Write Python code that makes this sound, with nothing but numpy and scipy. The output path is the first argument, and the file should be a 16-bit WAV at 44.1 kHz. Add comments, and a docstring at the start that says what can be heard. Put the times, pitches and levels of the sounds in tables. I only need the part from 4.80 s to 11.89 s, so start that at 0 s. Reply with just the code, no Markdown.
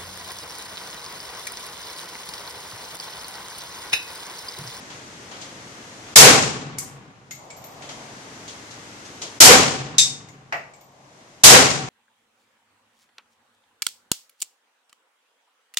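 """Three rifle shots crack and boom inside a wooden shed, a few steps from two spaced microphones.
Each slaps back from the range walls, rolls away outdoors and returns from distant woods as a hollow wash.
Filtered noise makes the blasts, the open air, soft clicks, sleeve rustles and brass on wood and floor;
decaying sines ring a metal fitting. Gain control ducks the background under loud sound and lets it
swell back, while the input stage overloads."""
import sys
import numpy as np
from scipy import signal
from scipy.fft import irfft, next_fast_len
from scipy.io import wavfile
from scipy.ndimage import uniform_filter1d, minimum_filter1d

SR = 44100
rng = np.random.default_rng(int(sys.argv[2]) if len(sys.argv) > 2 else 0)


def digitize_waveform(pressure):
    """Quantize a signal to 16-bit integers and store it at the path in sys.argv[1].

    Rows of a 2-D input are taken as channels; values are limited to [-1, 1].
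    """
    field = np.atleast_2d(pressure).T
    bounded = np.clip(field, -1, 1)
    quanta = np.round(bounded * 32767).astype(np.int16)
    wavfile.write(sys.argv[1], SR, quanta)


N = 312669

# Levels are those ahead of gain control; spectra give relative level per Hz.
# Open-air background: [f/Hz, level/dB]
AIR_SPECTRUM = [(15, -45), (25, -15.5), (59, -16), (121, -1), (150, -5), (301, -3), (383, -6.5), (438, -7),
                (729, -8.5), (2130, -10), (2300, -13), (4750, -16), (6370, -14), (12400, -35), (15000, -51)]
AIR_DB = -41.5
# Two spaced microphones, left minus right: [f/Hz, level/dB]
BALANCE = [(100, 1.4), (1300, 1.1), (4400, 3), (8000, 4.5), (10500, -5.5), (14000, -1.5)]
MIC_SPACING_M, SOUND_M_PER_S = 0.15, 343

# Sleeve rustles: [t/s, level/dB, decay time/s]
RUSTLES = [(.100, -40, 0.09), (.510, -39.5, .15), (1.264, -43.5, 0.23), (3.019, -37, 0.057),
           (3.088, -34, .045)]
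# A quicker brush is brighter: its centre is this many cycles per decay time.
RUSTLE_CYCLES, RUSTLE_OCTAVES = 93, 2.4
# Clicks of the trigger and action: [t/s, level/dB]
CLICKS = [(.611, -36.5), (3.677, -36), (3.906, -41.5), (4.250, -43.5), (4.416, -29)]
CLICK_HZ, CLICK_OCTAVES, CLICK_S = 4920, 1, 0.044
# Each click also thuds in the stock; its level is relative to the click.
STOCK_DB, STOCK_HZ, STOCK_OCTAVES, STOCK_S = -11, 650, 0.92, 0.09
# Resonances colouring the handling sounds, added to a flat response: [f/Hz, half-width/Hz, level/dB]
HANDLING_MODES = [(3300, 180, -6), (6500, 250, 0)]

# Shots: [t/s, level/dB of the ejected case's tick on the wall]
SHOTS = [(1.3557, 1), (4.6011, -11), (6.6341, 0)]
# Every cartridge is equally loud.
CRACK_DB, BOOM_DB = 27.5, 23.5
# Muzzle crack: [f/Hz, level/dB]
CRACK_SPECTRUM = [(40, -20), (150, -14.5), (600, -14), (1500, -10.5), (3000, -7.5), (5000, -3), (6500, -2),
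                  (8000, -4.5), (11000, -12.5), (15000, -23.5)]
# Boom inside the shed: [f/Hz, level/dB]
BOOM_SPECTRUM = [(25, -28), (60, -15.5), (120, -6), (200, -8), (250, -2.5), (320, -4.5), (450, -3),
                 (900, -2), (1500, -2.5), (2300, -3.5), (3500, -7), (6800, -6), (9000, -13.5), (10500, -24),
                 (12000, -42), (14000, -52)]
# Blast thrown back by the range walls: [f/Hz, level/dB]
SLAP_SPECTRUM = [(30, -25.5), (70, -16), (125, -4), (190, -8), (250, -4.5), (320, -9), (440, 3),
                 (750, -3.5), (1900, -1.5), (2700, -6), (4000, -8.5), (6500, -9), (9500, -22), (13000, -44)]
# Outdoor roll: [f/Hz, level/dB]
ROLL_SPECTRUM = [(25, -26.5), (70, -15.5), (105, -4.5), (145, 2.5), (200, -2.5), (260, -1), (340, -6),
                 (500, -11.5), (1000, -8), (3000, -14.5), (6500, -22.5), (10000, -41.5), (14000, -62.5)]
# Decay by 60 dB of the boom in the shed: [f/Hz, t60/s]
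SHED_T60 = [(60, 0.69), (150, 0.81), (500, 0.64), (1500, 0.58), (4000, 0.62), (7000, 0.6), (12000, 0.47)]
# Decay by 60 dB of the outdoor roll: [f/Hz, t60/s]
ROLL_T60 = [(60, 3.2), (140, 2.34), (500, 2.31), (2000, 2.12), (8000, 1.5)]
# Standing waves between the shed's walls, added to a flat response: [f/Hz, half-width/Hz, level/dB]
SHED_MODES = [(134.4, 5.4, 3.5), (428.7, 6.6, 3), (478.7, 4.9, 1.5), (502, 5.1, 2.5), (766, 9, 5),
              (1116, 7, -0.5), (1465, 6.2, -1.5)]

# The action throws every case alike, so it ticks on the wall after the same flight.
FLIGHT_S, WALL_HZ, WALL_OCTAVES, WALL_CONTACT_S = 0.27, 6000, 0.35, 0.003
# Falling cases striking wood and metal: [t/s, level/dB, centre f/Hz, contact decay/s]
STRIKES = [(1.984, -6.5, 7240, .013), (5.182, 8.5, 5940, 0.04), (5.724, -19, 4900, 0.011)]
STRIKE_OCTAVES = 0.45
# Extra treble decay, as air and bare wood soak up reverberation: [f/Hz, t60/s]
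DAMPING_T60 = [(4000, 20), (7000, 4.7), (10000, 0.95)]

# Cases hopping on the floor: [t/s, level/dB, tilt (0 flat, 1 on end), pitch factor of the low modes]
BOUNCES = [(1.984, -18, 0.47, 1.04), (2.509, -19.5, 0.79, 1), (2.703, -30, 0.99, 1.08),
           (2.767, -39, 0.33, 1), (2.840, -35, 0.28, 1.06), (5.486, -31, 0.92, 1), (5.724, -34, .45, 1.02),
           (5.936, -33, .93, 1.09), (6.010, -36, 0.38, 1.03)]
# Tick of brass on the floor: [f/Hz, level/dB]
TICK_SPECTRUM = [(200, -12), (1500, -3.5), (4000, -1), (6500, 1.5), (9000, -5.5), (11000, -30),
                 (15000, -25)]
# Low modes of a brass case, before the pitch factor: [f/Hz, half-width/Hz, level/dB]
CASE_MODES = [(2105, 80, -1.5), (6750, 240, -4)]
# Top mode of the case from the first and from the second shot: [f/Hz]
CASE_TOP_HZ = [12960, 13560]

# Echo from the woods: [f/Hz, level/dB]
WOODS_SPECTRUM = [(100, -30), (400, -10), (650, -0.5), (850, -3.5), (1150, -6), (1600, -31), (4000, -52)]
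# Metal fitting rung by one case: [f/Hz, level/dB, t60/s]
FITTING_MODES = [(3646, 6, 0.32), (3725, -3, 0.22), (3865, 1, 0.2), (6643, 3, 0.12), (7430, 1, .18),
                 (7760, -10, 0.18), (7870, -4, .2)]
FITTING_S = 5.183
# Board knocked by a falling case: [f/Hz, half-width/Hz, level/dB]
BOARD_MODES = [(540, 120, -10), (690, 60, -1), (810, 120, 0), (1170, 70, -4), (1480, 230, -4),
               (1935, 130, 3), (2260, 81, -6), (2660, 240, -5.5)]
BOARD_S = 5.7235
# Upper limit of the recorded band
EDGE_HZ = 14750


def amp(db):
    """Amplitude factor of a level in dB."""
    return 10 ** (np.asarray(db) / 20)


def evened(x):
    """Scales a sound or curve to unit RMS."""
    return x / np.sqrt(np.mean(x ** 2) + 1e-20)


def read(points, hz):
    """Reads a table's second column between its points, on a log frequency scale."""
    f, value = np.transpose(points)
    return np.interp(np.log(hz + 1), np.log(f + 1), value)


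def add(mix, s, sound):
    """Lays a sound into the mix at time s, cut at the mix's end."""
    part = mix[:, round(s * SR):][:, :sound.shape[1]]
    part += sound[:, :part.shape[1]]


def axes(size):
    """Sample times and spectrum frequencies of a sound of this size."""
    return np.arange(size) / SR, np.fft.rfftfreq(size, 1 / SR)


def peaks(modes, hz):
    """Summed gain of resonances, each at half its peak one half-width away."""
    return sum(amp(db) / (1 + ((hz - f) / width) ** 2) for f, width, db in modes)


def hump(hz, centre_hz, octaves):
    """Bell-shaped gain on a scale of octaves."""
    return np.exp(-0.5 * (np.log2((hz + 1) / centre_hz) / octaves) ** 2)


def diffuse(gain, likeness=0.99):
    """Sound from all sides at two spaced microphones: alike in the bass, unrelated in the treble."""
    hz = np.linspace(0, SR / 2, len(gain))
    a, b = rng.standard_normal((2, len(hz))) + 1j * rng.standard_normal((2, len(hz)))
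    same = likeness * np.sinc(2 * hz * MIC_SPACING_M / SOUND_M_PER_S)
    lean = amp(read(BALANCE, hz) / 2)  # half the balance on each side
    left = a * lean
    right = (same * a + np.sqrt(1 - same ** 2) * b) / lean
    return evened(irfft(gain * np.array([left, right])))


def fade(x, t60):
    """Lets each frequency band die at its own speed."""
    hz, t, bands = signal.stft(x, SR, nperseg=512)
    bands = bands * amp(-60 * t / read(t60, hz)[:, None])
    return signal.istft(bands, SR)[1][:, :x.shape[1]]


def swell(t, delay_s, rise_s, fall_s):
    """Envelope of a scattered echo: smooth rise around the delay, then exponential fall."""
    rise = (1 + np.tanh((t - delay_s) / rise_s)) / 2
    return rise * np.exp(-np.maximum(t - delay_s, 0) / fall_s)


def wander(t, low_hz, high_hz):
    """Random curve of unit RMS, a sum of sines with random phases."""
    rates = np.geomspace(low_hz, high_hz, 20)
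    return evened(sum(np.sin(2 * np.pi * (f * t + rng.random())) for f in rates))


def knock(gain, contact_s, room_db=-7):
    """A decaying contact over a short room tail, which a brief tick feeds less."""
    sound = diffuse(gain)
    t = np.arange(sound.shape[1]) / SR
    fed = min(np.sqrt(contact_s / 0.015), 1)
    room = amp(room_db) * fed * np.exp(-t / 0.06)
    attack = np.minimum(t / 0.001, 1)
    return sound * np.hypot(np.exp(-t / contact_s), room) * attack


def air():
    """The steady hiss and rumble of the open air, as shaped diffuse noise."""
    _, hz = axes(size=2 * next_fast_len(N // 2 + 1))
    return (amp(AIR_DB) * diffuse(amp(read(AIR_SPECTRUM, hz))))[:, :N]


def handling_colour(hz, dull_hz=8000):
    """Two resonances under a treble roll-off."""
    return (1 + peaks(HANDLING_MODES, hz)) / (1 + (hz / dull_hz) ** 6)


def rustles(rise_s=0.004):
    """Sleeve brushes: broad noise, brighter for a quicker stroke."""
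    t, hz = axes(size=SR)
    out = np.zeros((2, N))
    onset = np.minimum(t / rise_s, 1)
    for s, db, length_s in RUSTLES:
        gain = handling_colour(hz) * hump(hz, RUSTLE_CYCLES / length_s, RUSTLE_OCTAVES)
        add(out, s, amp(db) * onset * knock(gain, length_s, room_db=-6.5))
    return out


def clicks(rise_s=0.004):
    """Trigger and action click softly through two resonances, with a thud in the stock."""
    t, hz = axes(size=SR)
    out = np.zeros((2, N))
    onset = np.minimum(t / rise_s, 1)
    for s, db in CLICKS:
        click = knock(handling_colour(hz) * hump(hz, CLICK_HZ, CLICK_OCTAVES), CLICK_S)
        thud = knock(hump(hz, STOCK_HZ, STOCK_OCTAVES), STOCK_S)
        add(out, s, amp(db) * onset * (click + amp(STOCK_DB) * thud))
    return out


def boom(build_s=0.06, slap_db=-8, slap_s=0.098, slap_rise_s=0.013, slap_fall_s=0.043,
         roll_db=-29.5, roll_build_s=0.076, lumps_db=1.24):
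    """The blast builds up in the shed, slaps back from the range walls and rolls away in uneven lumps."""
    t, hz = axes(size=2 * SR)
    shed = 1 + peaks(SHED_MODES, hz)
    inside = fade(diffuse(amp(read(BOOM_SPECTRUM, hz)) * shed, likeness=0.75), SHED_T60)
    inside = inside * (1 - np.exp(-t / build_s))
    slap = diffuse(amp(read(SLAP_SPECTRUM, hz)) * shed, likeness=0.7)
    slap = slap * swell(t, slap_s, slap_rise_s, slap_fall_s)
    roll = fade(diffuse(amp(read(ROLL_SPECTRUM, hz)) * shed, likeness=0.95), ROLL_T60)
    roll = roll * (1 - np.exp(-t / roll_build_s))
    lumps = amp(lumps_db * wander(t, 12, 90))
    return (inside + amp(slap_db) * slap + amp(roll_db) * roll) * lumps


def shots(crack_s=0.049, front_s=0.0058):
    """A bright decaying crack with the boom; the muzzle barely moves, so much of the echo repeats."""
    t, hz = axes(size=2 * SR)
    out = np.zeros((2, N))
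    usual = boom()
    front = np.minimum(t / front_s, 1) ** 3
    for s, _ in SHOTS:
        crack = diffuse(amp(read(CRACK_SPECTRUM, hz)), likeness=0.3) * np.exp(-t / crack_s)
        echoes = (usual + boom()) / np.sqrt(2)  # half shared, half new, by power
        add(out, s, front * (amp(CRACK_DB) * crack + amp(BOOM_DB) * echoes))
    return out


def wall_ticks():
    """Each ejected case makes one brief, bright contact with the wall."""
    _, hz = axes(size=SR)
    out = np.zeros((2, N))
    for s, db in SHOTS:
        tick = knock(hump(hz, WALL_HZ, WALL_OCTAVES), WALL_CONTACT_S, room_db=-6.5)
        add(out, s + FLIGHT_S, amp(db) * tick)
    return out


def strikes():
    """Falling brass hits wood and metal: sharp contacts whose treble is soaked up."""
    _, hz = axes(size=SR)
    out = np.zeros((2, N))
    for s, db, centre_hz, contact_s in STRIKES:
        hit = knock(hump(hz, centre_hz, STRIKE_OCTAVES), contact_s, room_db=-5.5)
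        add(out, s, amp(db) * fade(hit, DAMPING_T60))
    return out


def bounces(tick_s=0.0084, low_db=1, ring_s=0.022, top_width_hz=55, top_s=0.038):
    """Cases tick on the floor; on end they ring the tube's low modes, flat its top mode."""
    _, hz = axes(size=SR)
    out = np.zeros((2, N))
    for s, db, tilt, pitch in BOUNCES:
        top_hz = CASE_TOP_HZ[int(s > SHOTS[1][0])]  # after the second shot, its own case
        angle = tilt * np.pi / 2
        tick = knock(amp(read(TICK_SPECTRUM, hz)), tick_s, room_db=-5)
        low = amp(low_db) * knock(peaks(CASE_MODES, hz / pitch), ring_s, room_db=-8.5)
        top = knock(peaks([(top_hz, top_width_hz, 0)], hz), top_s, room_db=-13)
        add(out, s, amp(db) * (tick + np.sin(angle) * low + np.cos(angle) * top))
    return out


def woods(echo_db=-33.5, delay_s=1.22, rise_s=0.034, fall_s=0.41):
    """Far trees scatter each shot back as a soft, hollow wash."""
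    t, hz = axes(size=3 * SR)
    out = np.zeros((2, N))
    for s, _ in SHOTS:
        wash = diffuse(amp(read(WOODS_SPECTRUM, hz)))
        add(out, s, amp(echo_db) * swell(t, delay_s, rise_s, fall_s) * wash)
    return out


def fitting(clank_db=-5, clank_hz=2700, clank_octaves=0.47, clank_s=0.024,
            wash_width_hz=25, wash_s=0.051):
    """A struck metal fitting clanks and rings in pure modes, smeared by reflections into a beating wash."""
    t, hz = axes(size=SR)
    out = np.zeros((2, N))
    clank = knock(hump(hz, clank_hz, clank_octaves), clank_s, room_db=-5.5)
    add(out, FITTING_S, amp(clank_db) * clank)
    for f, db, t60 in FITTING_MODES:
        tone = np.sin(2 * np.pi * (f * t + rng.random((2, 1))))
        add(out, FITTING_S, amp(db - 60 * t / t60) * tone)
    smeared = [(f, wash_width_hz, db) for f, db, _ in FITTING_MODES]
    add(out, FITTING_S, knock(peaks(smeared, hz), wash_s))
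    return out


def board(board_db=-6.5, board_s=0.046):
    """A falling case knocks a board, whose resonances sound hollow."""
    _, hz = axes(size=SR)
    out = np.zeros((2, N))
    add(out, BOARD_S, amp(board_db) * knock(peaks(BOARD_MODES, hz), board_s, room_db=-5))
    return out


def scene():
    """Sums all sources as they reach the microphones."""
    background = air() + rustles() + clicks()
    brass = wall_ticks() + strikes() + bounces() + fitting() + board()
    return background + shots() + brass + woods()


def duck(x, threshold_db=-15, depth_db=17, hold_s=0.85, recover_db_per_s=23, ahead_s=0.0063):
    """Gain control with look-ahead: drops quickly on loud sound, holds, then creeps back up."""
    power_db = 10 * np.log10(abs(uniform_filter1d((x ** 2).mean(0), size=400)) + 1e-12)
    over_db = np.clip(power_db - threshold_db, 0, depth_db)
    half = int(hold_s * SR / 2)
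    shift = half - int(ahead_s * SR)  # window reaches mostly into the past
    held_db = -minimum_filter1d(-over_db, 2 * half + 1, origin=shift, mode="nearest")
    fall = np.arange(N) * recover_db_per_s / SR
    reduction_db = np.maximum.accumulate(held_db + fall) - fall
    return x * amp(-uniform_filter1d(reduction_db, size=700))


def overload(x, ceiling=0.87):
    """The input stage bends smoothly towards its ceiling."""
    return x / (1 + (x / ceiling) ** 4) ** 0.25


def record(dry, low_cut_hz=40):
    """Gain control, an overloaded input stage, the band limits and full scale."""
    driven = overload(duck(dry))
    driven = signal.lfilter(*signal.butter(1, low_cut_hz, "high", fs=SR), driven)
    band = signal.firwin(511, EDGE_HZ, window=("kaiser", 9), fs=SR)
    return np.clip(signal.oaconvolve(driven, band[None], "same"), -1, 1)


dry = scene()
out = record(dry)
digitize_waveform(out)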